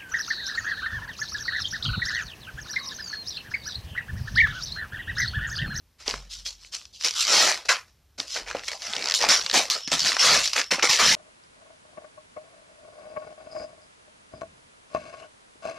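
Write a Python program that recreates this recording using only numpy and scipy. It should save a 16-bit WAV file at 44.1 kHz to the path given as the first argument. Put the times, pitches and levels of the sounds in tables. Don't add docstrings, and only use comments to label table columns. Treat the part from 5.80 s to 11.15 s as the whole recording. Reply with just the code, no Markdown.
import sys
import numpy as np
from scipy import signal
from scipy.fft import rfft, irfft
from scipy.io import wavfile
from scipy.ndimage import uniform_filter1d, minimum_filter1d

SR = 44100
rng = np.random.default_rng(int(sys.argv[2]) if len(sys.argv) > 2 else 0)


def bounce(signal):
    frames = np.transpose(np.atleast_2d(signal))
    limited = np.clip(frames, -1, 1)
    pcm = np.round(limited * 32767).astype(np.int16)
    wavfile.write(sys.argv[1], SR, pcm)


N = 235979
TIME, BIN_HZ = np.arange(N) / SR, np.fft.rfftfreq(N, 1 / SR)


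def amp(db):
    return 10 ** (np.asarray(db) / 20)


def unit(x):
    return x / np.sqrt(np.mean(x ** 2) + 1e-20)


def steady(x, size):
    power = uniform_filter1d(uniform_filter1d(x ** 2, size), size)
    return x / np.sqrt(abs(power) + 1e-4 * np.mean(x ** 2))


def arch(t, length_s):
    return np.sin(np.pi * np.clip(t / length_s, 0, 1))


def add(mix, start_s, sound):
    part = mix[max(round(start_s * SR), 0):][:len(sound)]
    part += sound[:len(part)]


def curve_at(points, hz):
    frequencies, values = np.transpose(points)
    return np.interp(np.log(hz + 1), np.log(frequencies), values)


def colour(x, points, size=4096):
    log_gain = np.log(amp(curve_at(points, abs(np.fft.fftfreq(size, 1 / SR)))))
    taps = np.fft.ifft(np.exp(np.conj(signal.hilbert(log_gain)))).real
    return signal.oaconvolve(x, taps[:size // 2])[:len(x)]


def band(x, low_hz, high_hz, order=2):
    edges = np.clip([low_hz, high_hz], 10, SR / 2 - 100)
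    return signal.sosfilt(signal.butter(order, edges, "bandpass", fs=SR, output="sos"), x)


# frequency_hz, relative_db
AIR_SPECTRUM = [(25, -41), (40, -0.5), (50, 11), (70, 9), (120, 0), (250, -8.5), (500, -14), (2000, -18.5),
                (5500, -19), (8000, -26), (14500, -24.5)]

def still_air(level_db=-63):
    return amp(level_db) * unit(colour(rng.standard_normal(N), AIR_SPECTRUM))


# frequency_hz, t60_s
ROOM_DECAY = [(200, 0.2), (1500, 0.16), (5000, 0.09), (12000, 0.34)]

def reverberation(x, first_s=0.0014, reflections_per_s=2500, size=256):
    t = TIME[:SR // 2]
    reflections = rng.standard_normal(len(t)) * (rng.random(len(t)) < reflections_per_s / SR)
    hz, age_s, spectra = signal.stft(reflections * (t > first_s), SR, nperseg=size)
    decay = amp(-60 * age_s / curve_at(ROOM_DECAY, hz)[:, None])
    tail = signal.istft(spectra * decay, SR, nperseg=size)[1]
    return signal.fftconvolve(x, tail / np.linalg.norm(tail))[:N]


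# start_s, level_db
DESK_BUMPS = [(0.261, -44), (0.331, -37.5), (0.583, -46.5), (2.62, -46.5), (2.741, -55), (3.42, -48),
              (4.11, -49), (4.5, -48), (5.1, -57), (5.2, -43)]

def desk_hum(mode_hz=46.4, t60_s=1, rise_s=0.003):
    out, t = np.zeros(N), TIME[:SR]
    sway = np.sin(2 * np.pi * mode_hz * t) * amp(-60 * t / t60_s) * (1 - np.exp(-t / rise_s))
    for start, db in DESK_BUMPS:
        add(out, start, amp(db) * sway)
    return out


# start_s, length_s, level_db, centre_hz
FINGER_PUSHES = [(0.312, 0.13, -51, 99), (0.43, 0.071, -61, 118), (0.525, 0.15, -61, 92.6),
                 (1.551, .18, -56, 100), (2.375, 0.057, -49, 201), (2.622, 0.24, -58, 75),
                 (3.073, 0.046, -51.5, 171), (3.155, 0.055, -52.5, 170), (3.475, 0.057, -40.5, 210),
                 (3.61, .08, -57, 150), (3.727, 0.08, -37.5, 230), (4.112, 0.063, -38, 190),
                 (4.209, 0.078, -43.5, 168), (4.41, 0.23, -40, 154), (4.906, .06, -39.5, 215),
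                 (5.015, 0.14, -58, 151), (5.09, 0.023, -43, 90), (5.2, 0.18, -38, 182)]

def finger_thuds(spread=1.5):
    out, t = np.zeros(N), TIME[:SR // 2]
    for start, length, db, hz in FINGER_PUSHES:
        thud = steady(band(rng.standard_normal(len(t)), hz / spread, hz * spread), size=1500)
        add(out, start, amp(db) * arch(t, length) * thud)
    return out


# start_s, relative_db, pitch_hz
PANEL_FLIPS = [(0.28, -18.5, 443), (0.338, -24, 419), (2.56, -26.5, 782), (2.749, -13, 554),
               (3.439, -7.5, 860), (3.742, -15, 980), (3.774, -17, 420), (4.076, -25.5, 253),
               (4.119, -16, 610), (4.367, -18, 1040), (4.924, -16, 526), (4.983, -17.5, 570),
               (5.039, -12, 516), (5.207, -10, 1160)]

def panel_knocks(gain_db=-3, rattle=0.39, ring_t60_s=.025, rattle_t60_s=.045):
    out, t = np.zeros(N), TIME[:SR // 16]
    for start, db, hz in PANEL_FLIPS:
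        ring = np.sin(2 * np.pi * hz * t) * amp(-60 * t / ring_t60_s)
        shake = unit(band(rng.standard_normal(len(t)), hz / 2, hz * 2)) * amp(-60 * t / rattle_t60_s)
        add(out, start, amp(db + gain_db) * band(ring + rattle * shake, hz / 2, hz * 4))
    return out


# centre_hz, width_hz, relative_db
FILM_MODES = [(5380, 420, 0), (3200, 700, -11)]
# start_s, length_s, level_db
FILM_DRAGS = [(3.993, 0.14, -37.5), (4.382, 0.065, -17.5), (4.828, 0.082, -44)]

def film_squeaks():
    friction = rng.standard_normal(N)
    song = sum(amp(db) * unit(band(friction, hz - width / 2, hz + width / 2, order=3))
               for hz, width, db in FILM_MODES)
    strokes = sum(amp(db) * arch(TIME - start, length) for start, length, db in FILM_DRAGS)
    return steady(song, size=900) * strokes


def crack(peak_db, hz, glide_s=.0016, fade_s=.0012, flutter=.55, flutter_t60_s=.012):
    t = TIME[:1200]
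    pitch_hz = min(hz, 5000) * (.6 + .7 * np.exp(-t / glide_s))
    chirp = np.sin(2 * np.pi * np.cumsum(pitch_hz) / SR) * np.exp(-(t / fade_s) ** 1.5)
    sheet = unit(band(rng.standard_normal(len(t)), hz / 2.8, 6500)) * amp(-60 * t / flutter_t60_s)
    body = band(np.tanh(chirp + flutter * sheet), 450, 6800, order=4)
    brittleness = .05 * amp(2 * (peak_db + 9)) * (hz / 5000) ** 2
    sound = body + brittleness * rng.standard_normal(len(t)) * np.exp(-t / fade_s)
    return amp(peak_db) * sound / abs(sound).max()


# start_s, length_s, first_gap_s, start_relative_db, end_relative_db, nominal_pitch_hz
SEAM_RIPS = [(3.224, .102, .0175, -16, -8, 4500), (3.414, .037, .0098, -8, -10, 4600),
             (4.248, .047, .0125, -10, -8, 4400), (4.764, .036, .016, -7, -10, 1900)]

def seam_rips(gain_db=-1.0, gap_ratio=.92, scatter_octaves=.3, max_ticks=12):
    out = np.zeros(N)
    for start, length, gap, first_db, last_db, hz in SEAM_RIPS:
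        delays = gap * (1 - gap_ratio ** np.arange(max_ticks)) / (1 - gap_ratio)
        pitches = hz * 2 ** (scatter_octaves * (2 * rng.random(max_ticks) - 1))
        for delay, pitch in zip(delays[delays < length], pitches):
            db = np.interp(delay, [0, length], [first_db, last_db])
            add(out, start + delay, crack(db, pitch))
    return amp(gain_db) * out


# start_s, relative_db, nominal_pitch_hz
CREASE_SNAPS = [(0.279, -9, 4610), (0.293, -15, 4210), (0.31, -13, 3930), (0.34, -17, 1310),
                (0.663, -18, 5800), (0.848, -33, 2200), (1.014, -32, 2600), (1.054, -27, 5310),
                (1.211, -19, 4660), (1.237, -17, 5400), (1.247, -8, 5840), (1.26, -11, 5540),
                (1.284, -10, 5660), (1.309, -14, 5940), (1.407, -9, 6240), (1.469, -11, 5000),
                (1.48, -10, 4290), (1.89, -6, 2100), (2.401, -9, 4250), (2.712, -17, 1370),
                (2.794, -21, 2530), (2.836, -24, 1910), (2.882, -14, 5110), (2.917, -20, 1900),
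                (2.932, -21, 1920), (3.02, -20, 4190), (3.135, -12, 3180), (3.165, -11, 3000),
                (3.34, -4, 4560), (3.348, -9, 5960), (3.488, -1, 5610), (3.613, -14, 3850),
                (3.663, -9, 3980), (3.698, -12, 4040), (3.713, -9, 4020), (3.742, -5, 5070),
                (3.9, -4, 6230), (3.908, -9, 5910), (4.076, -14, 5330), (4.117, -8, 5430),
                (4.194, -8, 5320), (4.204, -9, 5550), (4.319, -8, 1820), (4.367, -9, 1410),
                (4.657, -9, 6050), (4.676, -9, 5150), (4.733, -9, 4460), (4.815, -12, 5250),
                (4.842, -23, 5480), (4.913, -7, 3880), (4.995, -10, 1570), (5.025, -7, 2540),
                (5.095, -6, 5760), (5.103, -2, 5230)]

def crease_snaps(gain_db=-1.5):
    out = np.zeros(N)
    for start, db, hz in CREASE_SNAPS:
        add(out, start, crack(db, hz))
    return amp(gain_db) * out


def crack_swarm(level_db, grain_t60_s=0.0086, shapes=24):
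    cracks_per_s = np.interp(level_db, [-36, -17], [800, 2000])
    sizes = amp(4.5 * np.minimum(rng.exponential(1, N), 4))
    clicks = sizes * (rng.random(N) < cracks_per_s / SR)
    shape, t = rng.integers(0, shapes, N), TIME[:SR // 100]
    grains = rng.standard_normal((shapes, len(t))) * amp(-60 * t / grain_t60_s)
    cracks = sum(signal.oaconvolve(clicks * (shape == k), unit(grain))[:N]
                 for k, grain in enumerate(grains))
    crack_share = np.interp(level_db, [-57, -27.5], [0.43, 0.71])
    hiss = rng.standard_normal(N)
    return np.sqrt(crack_share) * steady(cracks, size=1000) + np.sqrt(1 - crack_share) * hiss


def facet_resonances(x, size=512):
    frames = dict(nperseg=size, noverlap=size * 3 // 4)
    hz, _, spectra = signal.stft(x, SR, **frames)
    narrow, broad = rng.standard_normal((2, *spectra.shape))
    narrow = unit(uniform_filter1d(uniform_filter1d(narrow, 2, axis=0), 16, axis=1))
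    broad = unit(uniform_filter1d(uniform_filter1d(broad, 9, axis=0), 12, axis=1))
    narrow_depth_db = curve_at([(1200, 3.6), (6000, 2)], hz)[:, None]
    gain = amp(narrow_depth_db * narrow + 1.6 * broad)
    return signal.istft(spectra * gain, SR, **frames)[1][:N]


def jerks_db(step_s=.014, fold_depth_db=1.33):
    steps = np.arange(0, N / SR + step_s, step_s)
    draws = rng.standard_normal((3, len(steps)))
    jerks = [scale * np.interp(TIME, steps, draw) for scale, draw in zip((.5, 1, 2), draws)]
    return fold_depth_db * np.array(jerks)


# start_s, rise_s, hold_s, crease_level_db, release_db_per_s, folds_db, panels_db
HAND_SQUEEZES = [ (0.183, 0.026, .015, -47.5, 220, -6.5, -17), (0.25, 0.038, 0.019, -32.5, 330, -5.5, -12),
                 (0.332, 0.0069, 0.006, -40.5, 157, -5.5, -9.5),
                 (0.492, 0.027, 0.027, -38, 250, -19.5, -41), (0.573, 0.016, 0.0046, -45, 300, -16, -26),
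                 (0.646, 0.022, 0.0045, -31.5, 263, -18, -26), (0.775, 0.057, 0.03, -50, 244, -15.5, -28),
                 (0.917, 0.029, 0.008, -31.5, 426, -14, -25), (0.97, .01, 0.045, -51, 160, -16, -20),
                 (1.125, 0.023, .01, -45, 200, -27, -29), (1.195, 0.021, 0.029, -36.5, 193, -13.5, -31),
                 (1.238, 0.0098, 0.012, -22, 284, -11, -20.5), (1.322, 0.089, 0.027, -22.5, 300, -13, -34),
                 (1.451, 0.089, 0.071, -16, 191, -8.5, -14.5), (1.604, 0.019, 0.087, -23, 238, -3.5, -9),
                 (1.85, 0.0038, 0.0057, -40.5, 400, -10, -10), (1.885, 0.0056, 0.014, -18.5, 315, 2, -13),
                 (2.046, 0.032, 0.0072, -63, 197.5, -6.5, -11),
                 (2.378, 0.0074, 0.022, -37.5, 226, -7.5, -10.5),
                 (2.455, 0.092, 0.0069, -31, 400, -18.5, -28), (2.548, 0.017, 0.0039, -30.5, 277, -4, -4.5),
                 (2.653, 0.032, 0.018, -40, 210, 1.5, -5), (2.745, 0.0054, 0.0078, -40.5, 156, 1, -2),
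                 (2.813, 0.036, 0.032, -41, 200, -19, -37), (2.876, 0.0039, .003, -30.5, 500, 0.5, -16),
                 (2.912, .004, 0.0067, -36, 187, -10.5, -8), (2.989, 0.054, 0.052, -35.5, 140, -7, -14),
                 (3.103, 0.034, 0.18, -36.5, 148, -1.5, -7), (3.343, 0.0024, 0.0071, -21, 194, -30, -36),
                 (3.385, 0.036, 0.031, -30, 142, 1.5, -3), (3.487, 0.0012, 0.026, -11, 214, -8.5, -19.5),
                 (3.635, .01, 0.082, -38.5, 150, -8, -12.5), (3.727, 0.023, 0.02, -16, 226, -6.5, -8.5),
                 (3.899, 0.0036, 0.029, -23.5, 233, -11, -28), (3.948, 0.0081, 0.016, -42.5, 450, -0.5, 0),
                 (4.073, 0.0025, .005, -36, 350, -4.5, -23), (4.11, 0.014, 0.013, -21.5, 250, -6.5, -12.5),
                 (4.171, 0.041, .02, -25, 150, -16.5, -28), (4.23, 0.039, 0.017, -22.5, 125, -7, -15.5),
                 (4.386, 0.014, 0.085, -21, 200, -7, -19.5), (4.408, 0.044, 0.095, -16, 164, -5, -17),
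                 (4.629, 0.0076, 0.022, -24.5, 243, -31, -46), (4.73, 0.0028, 0.0041, -29, 300, -8, -36),
                 (4.751, 0.011, .04, -26, 393, -2, -13.5), (4.906, 0.0091, 0.0073, -20.5, 309, 0, -14.5),
                 (4.988, .004, .01, -38.5, 300, 3, -9), (5.022, 0.0048, 0.019, -19, 265, 0.5, -13),
                 (5.084, 0.013, 0.037, -17.5, 188, -8, -20), (5.184, 0.017, 0.0088, -18, 250, -1.5, -10),
                 (5.217, 0.028, 0.075, -16.5, 198, -7, -21)]

def squeeze_levels_db():
    power, t = np.zeros((3, N)), TIME[:SR]
    for start, rise, hold, db, release, folds_db, panels_db in HAND_SQUEEZES:
        envelope = np.minimum(t / rise, 1) * amp(db - release * np.maximum(t - rise - hold, 0))
        for part, part_db in zip(power, (0, folds_db, panels_db)):
            add(part, start, (amp(part_db) * envelope) ** 2)
    return 10 * np.log10(power + 1e-10)


# frequency_hz, relative_db
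PLASTIC_SPECTRUM = [(88, -54.5), (150, -22), (221, -14.5), (339, -11.5), (411, -6), (529, -1.5), (681, -2),
                    (1110, -7), (1660, -8.5), (2360, -5.5), (2920, -5), (5420, 0), (8470, -15.5),
                    (13800, -32), (15400, -66)]

def crumple(panels_below_hz=1000, creases_above_hz=2700):
    creases_db, folds_db, panels_db = squeeze_levels_db() + jerks_db()
    spectrum = rfft(colour(facet_resonances(crack_swarm(creases_db)), PLASTIC_SPECTRUM))
    below_folds = 1 / (1 + (BIN_HZ / panels_below_hz) ** 10)
    below_creases = 1 / (1 + (BIN_HZ / creases_above_hz) ** 16)
    bands = (1 - below_creases, below_creases - below_folds, below_folds)
    creases, folds, panels = (steady(irfft(spectrum * gain, N), size=900) for gain in bands)
    return amp(creases_db) * creases + amp(folds_db) * folds + amp(panels_db) * panels


# frequency_hz, side_to_mid_db
PORT_DIFFERENCE = [(3700, -64), (4300, -22), (5000, -13), (6400, -9), (9000, -4.5), (14000, -7)]

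def microphone_ports(mid, size=60):
    treble = irfft(rfft(mid) * amp(curve_at(PORT_DIFFERENCE, BIN_HZ)), N)
    wander = unit(uniform_filter1d(uniform_filter1d(rng.standard_normal(N), size * 4), size))
    swing = np.sqrt(2) * np.sin(np.pi * wander)
    side = signal.hilbert(treble).imag * swing
    return np.array([mid + side, mid - side])


def scene(room_db=-14):
    pack = crumple() + crease_snaps() + seam_rips() + film_squeaks() + panel_knocks() + finger_thuds()
    background = still_air() + desk_hum()
    return microphone_ports(pack + amp(room_db) * reverberation(pack) + background)


def record(dry, ceiling_db=-7.5, window=45, cutoff_hz=14600):
    allowed_gain = (1 + (dry.mean(0) / amp(ceiling_db)) ** 4) ** (-1 / 4)
    limited = dry * uniform_filter1d(minimum_filter1d(allowed_gain, window), window)
    low_pass = signal.firwin(301, cutoff_hz, window=("kaiser", 8), fs=SR)
    return signal.oaconvolve(limited, low_pass[None], "same")


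dry = scene()
out = record(dry)
bounce(out)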